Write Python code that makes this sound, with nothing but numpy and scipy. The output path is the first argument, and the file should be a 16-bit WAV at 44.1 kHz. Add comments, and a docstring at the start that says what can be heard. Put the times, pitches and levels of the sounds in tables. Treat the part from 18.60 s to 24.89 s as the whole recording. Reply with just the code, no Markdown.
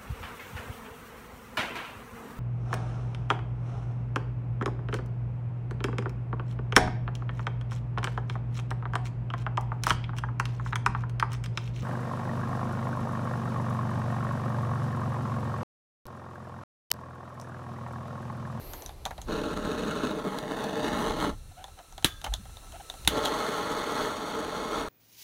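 """A hand-held propane torch burns as turbulent noise in four bands, combed by an echo from an outdoor table.
Unlit gas hisses first as coloured noise and a narrow jet; a fluttering flame catches, burns two seconds and dies.
The valve knob creaks in gliding harmonic tones, and clicks are short noise bursts with pings and knocks.
The igniter snaps once in vain, then again, each a noise crack with ringing modes, and a roar holds.
A light breeze of low, gusty noise rumbles underneath."""
import sys
import numpy as np
from scipy import signal
from scipy.fft import rfft, irfft, next_fast_len
from scipy.io import wavfile
from scipy.ndimage import map_coordinates

SR = 44100
rng = np.random.default_rng(int(sys.argv[2]) if len(sys.argv) > 2 else 0)


def digitize_waveform(pressure):
    """Quantize a signal to 16-bit integers and store it at the path in sys.argv[1].

    Rows of a 2-D input are taken as channels; values are limited to [-1, 1].
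    """
    field = np.atleast_2d(pressure).T
    bounded = np.clip(field, -1, 1)
    quanta = np.round(bounded * 32767).astype(np.int16)
    wavfile.write(sys.argv[1], SR, quanta)


N = 277212
TIME = np.arange(N) / SR
FFT_SIZE = 2 * next_fast_len(N // 2 + 1)
FREQS = np.maximum(np.fft.rfftfreq(FFT_SIZE, 1 / SR), 1)

# All colour and slope tables give relative spectral density; response() scales them to unit power.
# Unlit gas in the burner tube: (time [s], level [dB])
GAS_LEVEL = [(0, -57.5), (0.4, -63), (3.1, -57.5), (3.6, -56.5), (4.45, -50.5), (4.6, -55), (6.29, -79)]
# Slope of the unlit gas noise: (frequency [Hz], density [dB per Hz])
GAS_SPECTRUM = [(150, 0), (300, 9.5), (600, 8), (1300, 4.5), (2200, -0.5), (4000, 0), (7000, 1.5),
                (9500, -0.5), (12000, -4.5), (16000, -7)]
# Resonances of the burner tube: (centre [Hz], width [Hz], height [dB])
TUBE_RESONANCES = [(1320, 65, 13.5), (2726, 110, 10.5), (4050, 650, 8), (4800, 640, -6), (6040, 460, 3),
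                   (9500, 1300, 4.5)]
# Thin jet of unlit gas: (time [s], pitch [Hz], relative flow [dB])
LEAK_JET = [(0, 12200, -4), (0.12, 13000, 0.5), (0.21, 12400, -1.5), (0.27, 11300, -8), (0.35, 11700, -19),
            (0.42, 11400, -18)]
# Soft rush around the jet: (frequency [Hz], density [dB per Hz])
LEAK_RUSH_COLOUR = [(120, -32), (200, -12), (355, -5.5), (1120, -12), (1340, -23), (2150, -20.5),
                    (3810, -28), (4270, -20), (10000, -53), (13000, -66), (22000, -120)]
LEAK_RUSH_FOLLOWS = 0.44   # share of the flow's swing in dB
# Breeze: (time [s], level [dB])
BREEZE_LEVEL = [(0, -50.5), (0.7, -41.5), (1.35, -47.5), (1.95, -55), (2.6, -39), (3.2, -56), (3.8, -43.5),
                (4.25, -50), (4.65, -47), (4.85, -52), (5.8, -54), (6.29, -47.5)]
# Colour of the breeze: (frequency [Hz], density [dB per Hz])
BREEZE_SPECTRUM = [(15, -29), (28, -0.5), (52, -5), (80, -7.5), (120, -13), (200, -24.5), (400, -42.5),
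                   (1500, -59.5)]
GUST_DB, GUSTS_PER_S = 2, 6.5
SHAKE_DB, SHAKE_T60_S = -32, 0.17   # low rumble that each igniter snap shakes loose
# Trigger and knob clicks: (time [s], relative tick [dB], tick pitch [Hz], hollow knock [dB])
HANDLE_CLICKS = [(0.134, -32, 6600, -36.5), (0.221, -37, 6060, -44), (0.261, -30, 5940, -50),
                 (0.292, -44, 3600, -40.5), (0.453, -23, 3670, -34), (0.461, -29, 1145, -33),
                 (0.508, -38.5, 1370, -31), (0.579, -41, 3850, -37), (0.616, -32, 6600, -47),
                 (1.7858, -27.5, 4145, -50), (2.04, -33, 5940, -50), (3.041, -35, 3540, -41),
                 (3.08, -56, 3500, -49.5), (3.189, -45, 3100, -42), (3.324, -43, 5900, -54),
                 (3.379, -34, 3550, -39), (3.425, -37, 3180, -45), (3.615, -36, 3600, -52),
                 (3.642, -25, 3370, -36), (3.645, -25.5, 3100, -39), (3.664, -47, 3070, -29.5),
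                 (3.738, -19.5, 3570, -39), (3.854, -50, 3500, -47), (3.9692, -40, 3730, -48.5),
                 (4.1214, -39, 3160, -47), (4.2989, -27.5, 3680, -42.5), (4.339, -43, 3600, -45.5),
                 (4.4488, -31, 3030, -49), (4.651, -22.5, 3850, -35), (4.656, -19.5, 3320, -31),
                 (4.672, -33, 3140, -40)]
# Colour of a tick: (frequency [Hz], density [dB per Hz])
TICK_SPECTRUM = [(700, -3), (1900, -3), (2500, -18), (3200, 0.5), (3900, 3.5), (4900, -10.5), (6400, -1),
                 (8000, -13.5), (10000, -8), (16000, -20)]
# Colour of a knock: (frequency [Hz], density [dB per Hz])
KNOCK_SPECTRUM = [(100, -11), (400, -16), (600, -6), (780, 3), (1100, -10.5), (1700, -14), (2500, -20.5),
                  (6000, -40.5)]

# Fluttering flame: (time [s], strength [dB], relative brightness [dB])
FLUTTERING_FLAME = [(0.76, -36.5, -2), (0.98, -39, -1), (1.45, -35.5, -1.5), (1.55, -40, -1),
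                    (1.70, -41.5, 0.5), (1.84, -44, -0.5), (1.93, -41.5, 0), (2.04, -37.5, -0.5),
                    (2.22, -35.5, -1.5), (2.43, -33.5, 0), (2.56, -36, -1.5), (2.63, -34, 0),
                    (2.69, -35.5, -1)]
# Steady flame: (time [s], strength [dB], relative brightness [dB])
STEADY_FLAME = [(4.52, -33, -1), (4.85, -33.5, 0), (5.17, -35.5, 0), (5.43, -32, -0.5), (5.55, -37, 0),
                (6.05, -37, -0.5), (6.21, -34, -0.5), (6.28, -41.5, 0.5)]
# Overall slope of the fluttering flame: (frequency [Hz], density [dB per Hz])
FLUTTERING_SPECTRUM = [(50, -34), (110, -13), (200, -1), (450, -3), (1300, -11.5), (2000, -16.5),
                       (4000, -25), (8000, -31.5), (15500, -44.1)]
# Overall slope of the steady flame: (frequency [Hz], density [dB per Hz])
STEADY_SPECTRUM = [(50, -36), (110, -16.5), (200, -6.5), (450, -2), (1300, -5.5), (2000, -11),
                   (4000, -14.5), (8000, -21), (15500, -33)]
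# Peaks and dips from the burner and nearby surfaces: (centre [Hz], width [Hz], height [dB])
FLAME_RIPPLE = [(303, 50, 2.5), (371, 34, -8), (449.6, 80, 8.5), (520, 136, -2), (606.4, 51, 8),
                (743, 20, -8), (848, 56, 7), (974, 19, 4), (1004, 35, -15), (1050, 180, 6), (1220, 63, -1),
                (1272, 82, 8), (1377, 69, 10), (1790, 67, 7), (1950, 18, 8.5), (2176, 39, 13),
                (1515, 93, 5), (1640, 120, 5.5), (2308, 370, -6.5), (2930, 32, 1.5), (3360, 34, 1),
                (3600, 400, 3), (3950, 1140, 5), (4800, 68, 0), (5230, 700, -9), (6370, 1800, 3),
                (7470, 850, -5.5), (9100, 550, 1.5), (14100, 1137, 1)]
# Fluttering flame at the usual strength: roar, rush, hiss, sizzle (level [dB] each)
FLUTTERING_BAND_LEVELS = [-32, -35, -44.5, -52.5]
# Steady flame at the usual strength: roar, rush, hiss, sizzle (level [dB] each)
STEADY_BAND_LEVELS = [-35.5, -37, -45, -54]
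# One row per flame band: (share of strength swing [dB per dB], share of brightness [dB per dB])
BAND_SHARES = [(.6, 0), (1, 2.7), (1, 0.49), (1.1, 3.6)]
USUAL_STRENGTH_DB = -37
# The flame nearly lifts off the nozzle: (time [s], dip [dB])
FLAME_FALTERS = [(0.95, -6), (1.255, -1.5), (1.637, -7), (2.12, -5.5)]
# The flame catches hold and its roar swells: (time [s], swell [dB])
FLAME_PUFFS = [(0.71, 0), (1.67, 7), (2.68, 3), (4.575, 6.5)]
FALTER_S, PUFF_S = 0.0089, 0.02
# Table echo, following the nozzle's height: (time [s], lag [ms])
ECHO_LAG = [(1.0, .735), (1.53, .76), (1.78, 1.02), (2.08, 1.13), (2.5, .96), (4.5, .93), (6.29, .89)]
SECOND_LIT_S, SECOND_ATTACK_S = 4.48, 0.044   # the second snap lights the steady flame

# Stick-slip of the knob: (start [s], length [s], start pitch [Hz], end pitch [Hz], level [dB])
KNOB_CREAKS = [(2.912, 0.016, 774, 705, -52), (2.962, 0.081, 676, 820, -47.5),
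               (3.165, 0.062, 858, 675, -51.5), (3.719, 0.019, 737, 770, -42),
               (4.13, 0.047, 658, 784, -43.5), (4.196, 0.023, 880, 665, -42)]
# Harmonics of a creak: (multiple of the pitch [1], relative level [dB])
CREAK_HARMONICS = [(1, 0.5), (2, -10.5), (3, -18), (4, -14)]
FIDGETS_PER_S, FIDGET_SPAN = 7, (2.95, 4.3)   # span in s
FIDGET_TICK_DB, FIDGET_KNOCK_DB = -58, -52   # levels of the largest fidgets
# Igniter snaps: (time [s], level [dB], thump [dB], metal ring [dB])
IGNITER_SNAPS = [(3.445, -6, -13.5, -33.5), (4.4753, -7.5, -20, -36)]
# Colour of the crack: (frequency [Hz], density [dB per Hz])
CRACK_SPECTRUM = [(150, -5.5), (300, -5.5), (550, -9), (900, -4), (1300, -20), (2050, -2), (2600, -6.5),
                  (3300, -3.5), (3900, 10.5), (5000, -22.5), (6500, -5.5), (8200, -16.5), (10300, -4),
                  (13000, -23.5), (16000, -11)]
# Scatter from the table and the things on it: (frequency [Hz], density [dB per Hz])
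SCATTER_SPECTRUM = [(150, -3), (320, 2), (560, -9), (1000, -6), (1450, 1), (2100, -3), (2600, -7),
                    (3200, 1.5), (3800, -0.5), (5000, -10.5), (6500, -8), (8200, -12.5), (10300, -9.5),
                    (16000, -18)]
# Ring of the metal torch head: (frequency [Hz], relative level [dB], t60 [s])
HEAD_MODES = [(1260, -14, 0.41), (1600, -13, 0.73), (1670, -14, 0.3), (3010, 0, 0.16), (3380, -13, 0.17),
              (3490, -2, 0.33), (3760, -13, 0.14), (4650, -20, 0.41), (6700, -16, 0.26)]
# Low modes of the plastic handle: (frequency [Hz], relative level [dB], t60 [s])
HANDLE_MODES = [(119, 0, 0.027), (200, -3, 0.04), (275, -6, .04), (405, -21, 0.028)]
# Soft jolts of the gas bottle in the hand: (start [s], length [s], frequency [Hz], level [dB])
BOTTLE_JOLTS = [(3.674, 0.096, 48.8, -24.5), (3.785, 0.037, 198, -42.5), (4.424, 0.11, 63, -29.5)]
STOPBAND_HZ = 16600


def from_db(db):
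    """Logarithmic level: 20 dB is a tenfold amplitude."""
    return 10 ** (np.asarray(db) / 20)


def rms_one(x):
    """Power normalisation: scale to unit mean square."""
    return x / np.sqrt(np.mean(x ** 2) + 1e-20)


def in_time(rows):
    """Linear interpolation: each column of a curve at every sample."""
    times, *columns = np.transpose(rows)
    return [np.interp(TIME, times, column) for column in columns]


def between(start, end, fade):
    """Amplitude gating: a gain that opens from start and is shut by end."""
    return np.clip((TIME - start) / fade, 0, 1) * np.clip((end - TIME) / fade, 0, 1)


def swells(rows, width_s):
    """Gaussian level modulation: a brief bell-shaped change in dB at each event."""
    return sum(db * np.exp(-((TIME - s) / width_s) ** 2) for s, db in rows)


def response(slope, bells=()):
    """Spectral shaping: a smooth slope plus bell-shaped peaks and dips, at unit power."""
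    hz, db = np.transpose(slope)
    curve = np.interp(np.log(FREQS), np.log(hz), db)
    # Below the first point the curve falls a further 24 dB per octave.
    curve = curve - 24 * np.maximum(np.log2(hz[0] / FREQS), 0)
    for centre, width, height in bells:
        curve = curve + height * np.exp(-4 * np.log(2) * ((FREQS - centre) / width) ** 2)
    return rms_one(from_db(curve))


def colour(x, gain):
    """Minimum-phase filtering: folding the cepstrum makes the filter causal, so nothing sounds early."""
    cepstrum = irfft(np.log(gain + 1e-6))
    fold = 1 + np.sign(FFT_SIZE / 2 - np.arange(FFT_SIZE))
    fold[0] = 1
    causal_gain = np.exp(rfft(cepstrum * fold))
    return irfft(rfft(x, FFT_SIZE) * causal_gain)[:N]


def noise(gain):
    """Stationary random noise: a white spectrum weighted by a gain, with rms 1."""
    white = rng.standard_normal(FFT_SIZE)
    return rms_one(irfft(rfft(white) * gain)[:N])


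def drift(rate):
    """Low-pass random fluctuation: wandering up to about rate times a second, with rms 1."""
    return noise(1 / (1 + (FREQS / rate) ** 2))


def decays(times, levels_db, t60):
    """Exponential decay: each kick loses 60 dB in t60 seconds."""
    kicks = np.zeros(N)
    kicks[np.round(np.asarray(times) * SR).astype(int)] = from_db(levels_db)
    return signal.lfilter([1], [1, -from_db(-60 / (t60 * SR))], kicks + 1e-18)


def ring(times, levels_db, hz, t60):
    """Damped oscillation: one mode set ringing at each time."""
    out = 0
    for s, db in zip(times, levels_db):
        age = np.maximum(TIME - s, 0)
        out = out + from_db(db - 60 * np.minimum(age / t60, 4)) * np.sin(2 * np.pi * hz * age)
    return out


def burst(times, levels_db, length, tail_db, tail_t60):
    """Impact noise: a brief contact followed by decaying scatter from the things around."""
    contact = signal.windows.tukey(max(int(length * SR), 8), .4)
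    impulses = decays(times, levels_db, 1 / SR)
    direct = signal.fftconvolve(impulses, contact)[:N]
    tail = decays(times, levels_db + tail_db, tail_t60)
    return (direct + tail) * rng.standard_normal(N)


def unlit_gas():
    """Resonance of a tube: cold gas flow noise is strengthened in bands at the burner tube's modes."""
    level_db, = in_time(GAS_LEVEL)
    return from_db(level_db) * noise(response(GAS_SPECTRUM, TUBE_RESONANCES))


def leak(width_hz, skirt_db, sizzle_db, rush_db):
    """Jet noise: a carrier of changing pitch times random eddies gives a narrow sizzle, over a soft rush."""
    centre_hz, flow_db = in_time(LEAK_JET)
    eddies = drift(width_hz) + from_db(skirt_db) * drift(4.0 * width_hz)   # the second adds broad skirts
    carrier = np.cos(2 * np.pi * np.cumsum(centre_hz) / SR)
    sizzle = from_db(flow_db + sizzle_db) * rms_one(eddies * carrier)
    rush = from_db(LEAK_RUSH_FOLLOWS * flow_db + rush_db) * noise(response(LEAK_RUSH_COLOUR))
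    return (sizzle + rush) * between(-1, 1.0, 0.24)


def diffuse_echoes(x):
    """Diffuse reflection: a faint, dense, random treble echo tail follows within some milliseconds."""
    age = TIME[:int(.03 * SR)]
    echoes = rng.standard_normal(len(age)) * np.exp(-age / .007) * (age > .002)
    echoes = signal.sosfilt(signal.butter(2, 2000, "high", fs=SR, output="sos"), echoes)
    echoes = echoes / np.linalg.norm(echoes)
    return .96 * (x + .3 * signal.fftconvolve(x, echoes)[:N])


def breeze():
    """Wind turbulence: low noise swells in random gusts, with a decaying rumble after each snap."""
    level_db, = in_time(BREEZE_LEVEL)
    air = from_db(level_db + GUST_DB * drift(GUSTS_PER_S))
    shake = decays([s for s, *_ in IGNITER_SNAPS], SHAKE_DB, SHAKE_T60_S)
    return (air + shake) * noise(response(BREEZE_SPECTRUM))


def clicks(tick_s, scatter_db, scatter_t60, knock_t60, ping_share, ping_q):
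    """Impact excitation: each contact ticks, pings a resonance and knocks the hollow plastic shell."""
    times, tick_db, tick_hz, knock_db = np.transpose(HANDLE_CLICKS)
    contacts = burst(times, tick_db, tick_s, scatter_db, scatter_t60)
    out = 0.32 * colour(contacts, response(TICK_SPECTRUM))
    starts = (times * SR).astype(int)
    for start, end, hz in zip(starts, [*starts[1:], N], tick_hz):
        b, a = signal.iirpeak(hz, ping_q, fs=SR)
        ping = signal.lfilter(b, a, contacts[start:max(end, start + 1)])
        # Make up for the power that the narrow filter removes.
        out[start:start + len(ping)] += ping_share * np.sqrt(ping_q * SR / (np.pi * hz)) * ping
    knocks = decays(times, knock_db, knock_t60) * rng.standard_normal(N)
    return out + colour(knocks, response(KNOCK_SPECTRUM))


def over_table(x, echo_share, dull_hz):
    """Comb interference: one dulled early echo from the table top; the notches slide as the torch moves."""
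    lag_ms, = in_time(ECHO_LAG)
    echo = irfft(rfft(x, FFT_SIZE) / np.sqrt(1 + (FREQS / dull_hz) ** 2))
    return x + echo_share * map_coordinates(echo, [np.arange(N) - lag_ms * SR / 1000], order=3)


def flame(curve, slope, bands_db, flutter_db, crackle_db, roar_share):
    """Turbulent combustion: the flame front flaps and tears, shaking the treble more than the low roar."""
    gain = response(slope, FLAME_RIPPLE)
    strength_db, bright_db = in_time(curve)
    swing_db = strength_db - USUAL_STRENGTH_DB
    falter_db = swells(FLAME_FALTERS, FALTER_S)
    levels = [db + follows * swing_db + tilt * bright_db + falter_db
              for db, (follows, tilt) in zip(bands_db, BAND_SHARES)]
    levels[0] = levels[0] + swells(FLAME_PUFFS, PUFF_S)
    turbulence_db = flutter_db * drift(22) + crackle_db * drift(430)
    # Differences of successive high-passes split the power into roar, rush, hiss and sizzle.
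    above = [1, *(1 / (1 + (hz / FREQS) ** 12) for hz in (700, 2400, 7500)), 0]
    bands = [np.maximum(low - high, 0) for low, high in zip(above, above[1:])]
    out = 0
    for band, level_db, share in zip(bands, levels, np.linspace(roar_share, 1, len(bands))):
        eddies = rng.standard_normal(N) * from_db(share * turbulence_db)
        heard = over_table(colour(eddies, gain * np.sqrt(band)), echo_share=0.36, dull_hz=10000)
        out = out + from_db(level_db) * rms_one(heard)
    return out


def burning(lit_s, shut_s, attack_s, dying_db_per_s):
    """Growth and decay: a flame builds up once lit, holds, and dies away when the gas is shut off."""
    growth = np.clip((TIME - lit_s) / attack_s, 0, 1) ** 2
    return growth * from_db(-dying_db_per_s * np.clip(TIME - shut_s, 0, 1))


def creaks(jitter):
    """Stick-slip friction: the knob slips several hundred times a second in short gliding squeaks."""
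    out, wobble = np.zeros(N), 1 + jitter * drift(220)
    for start, length, start_hz, end_hz, level_db in KNOB_CREAKS:
        at = np.arange(int(start * SR), int((start + length) * SR))
        pitch_hz = np.linspace(start_hz, end_hz, len(at)) * wobble[at]
        phase = 2 * np.pi * np.cumsum(pitch_hz) / SR
        tone = sum(from_db(db) * np.sin((k + 1) * phase) for k, (_, db) in enumerate(CREAK_HARMONICS))
        out[at] += from_db(level_db) * signal.windows.tukey(len(at), .5) * tone
    return out


def fidgets(tick_t60, knock_t60):
    """Random impacts: faint, irregular ticks and knocks as the grip shifts."""
    draws = rng.random((int(FIDGETS_PER_S * np.ptp(FIDGET_SPAN)), 2))
    times = np.interp(draws[:, 0], [0, 1], FIDGET_SPAN)
    size_db = -6 * draws[:, 1]
    ticks = decays(times, FIDGET_TICK_DB + size_db, tick_t60) * noise(response(TICK_SPECTRUM))
    knocks = decays(times, FIDGET_KNOCK_DB + size_db, knock_t60) * noise(response(KNOCK_SPECTRUM))
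    return ticks + knocks


def igniter(crack_s, scatter_db, scatter_t60, yard_db, yard_t60):
    """Modal impact: a spring hammer cracks, scatters off table and yard, thumps the handle and rings metal."""
    times, level_db, thump_db, ring_db = np.transpose(IGNITER_SNAPS)
    hits = burst(times, level_db, crack_s, tail_db=-11, tail_t60=0.034)
    crack = colour(hits, response(CRACK_SPECTRUM))
    echoes = decays(times, level_db + scatter_db, scatter_t60) + decays(times, level_db + yard_db, yard_t60)
    scatter = echoes * noise(response(SCATTER_SPECTRUM))
    # Each metal mode flickers in level by a few dB.
    metal = sum(ring(times, ring_db + db, hz, t60) * from_db(3.5 * drift(90)) for hz, db, t60 in HEAD_MODES)
    # The thump starts 2.36 ms late, and successive modes alternate in sign.
    thump = sum((-1) ** k * ring(times + 0.00236, thump_db + db, hz, t60)
                for k, (hz, db, t60) in enumerate(HANDLE_MODES))
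    return crack + scatter + metal - thump


def jolts():
    """Low-frequency oscillation: each jolt is a few slow cycles that swell and fade."""
    return sum(from_db(db) * between(start, start + length, length / 2) * np.sin(2 * np.pi * hz * (TIME - start))
               for start, length, hz, db in BOTTLE_JOLTS)


def gain_control(x, threshold_db, release_db_per_s, attack_s):
    """Dynamic compression: peaks over the threshold turn the gain down in milliseconds; it recovers slower."""
    over_db = np.maximum(20 * np.log10(np.abs(x) + 1e-9) - threshold_db, 0)
    release_db = release_db_per_s * TIME
    held_db = np.maximum.accumulate(over_db + release_db, axis=-1) - release_db   # falls at a steady rate
    keep = np.exp(-1 / (attack_s * SR))
    return x * from_db(-signal.lfilter([1 - keep], [1, -keep], held_db))


def scene():
    """Superposition: gas, two flames, the handling of the torch and a breeze add in open air."""
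    first = flame(FLUTTERING_FLAME, FLUTTERING_SPECTRUM, FLUTTERING_BAND_LEVELS,
                  flutter_db=1.5, crackle_db=4.0, roar_share=0.68)
    second = flame(STEADY_FLAME, STEADY_SPECTRUM, STEADY_BAND_LEVELS,
                   flutter_db=1.0, crackle_db=2.5, roar_share=0.65)
    flames = (first * burning(lit_s=0.654, shut_s=2.695, attack_s=0.041, dying_db_per_s=460)
              + second * np.clip((TIME - SECOND_LIT_S) / SECOND_ATTACK_S, 0, 1))
    gas = unlit_gas() + leak(width_hz=440, skirt_db=5, sizzle_db=-51, rush_db=-48.0)
    snaps = igniter(crack_s=0.0021, scatter_db=-11.5, scatter_t60=0.088, yard_db=-33, yard_t60=0.31)
    handle = clicks(tick_s=0.0026, scatter_db=-12.5, scatter_t60=0.12, knock_t60=0.075,
                    ping_share=0.31, ping_q=16)
    handle = handle + creaks(jitter=0.073) + fidgets(tick_t60=0.04, knock_t60=0.087)
    return (diffuse_echoes(flames + gas) + snaps + handle + jolts() + breeze())[None]


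def record(dry):
    """Compression, saturation and low-pass: loud peaks duck the gain and are rounded, and the top is cut."""
    ceiling = .55
    held = gain_control(dry, threshold_db=-2.5, release_db_per_s=41.5, attack_s=0.0035)
    rounded = ceiling * np.tanh(held / ceiling)
    return signal.sosfilt(signal.cheby2(16, 70, STOPBAND_HZ, fs=SR, output="sos"), rounded)


dry = scene()
out = record(dry)
digitize_waveform(out)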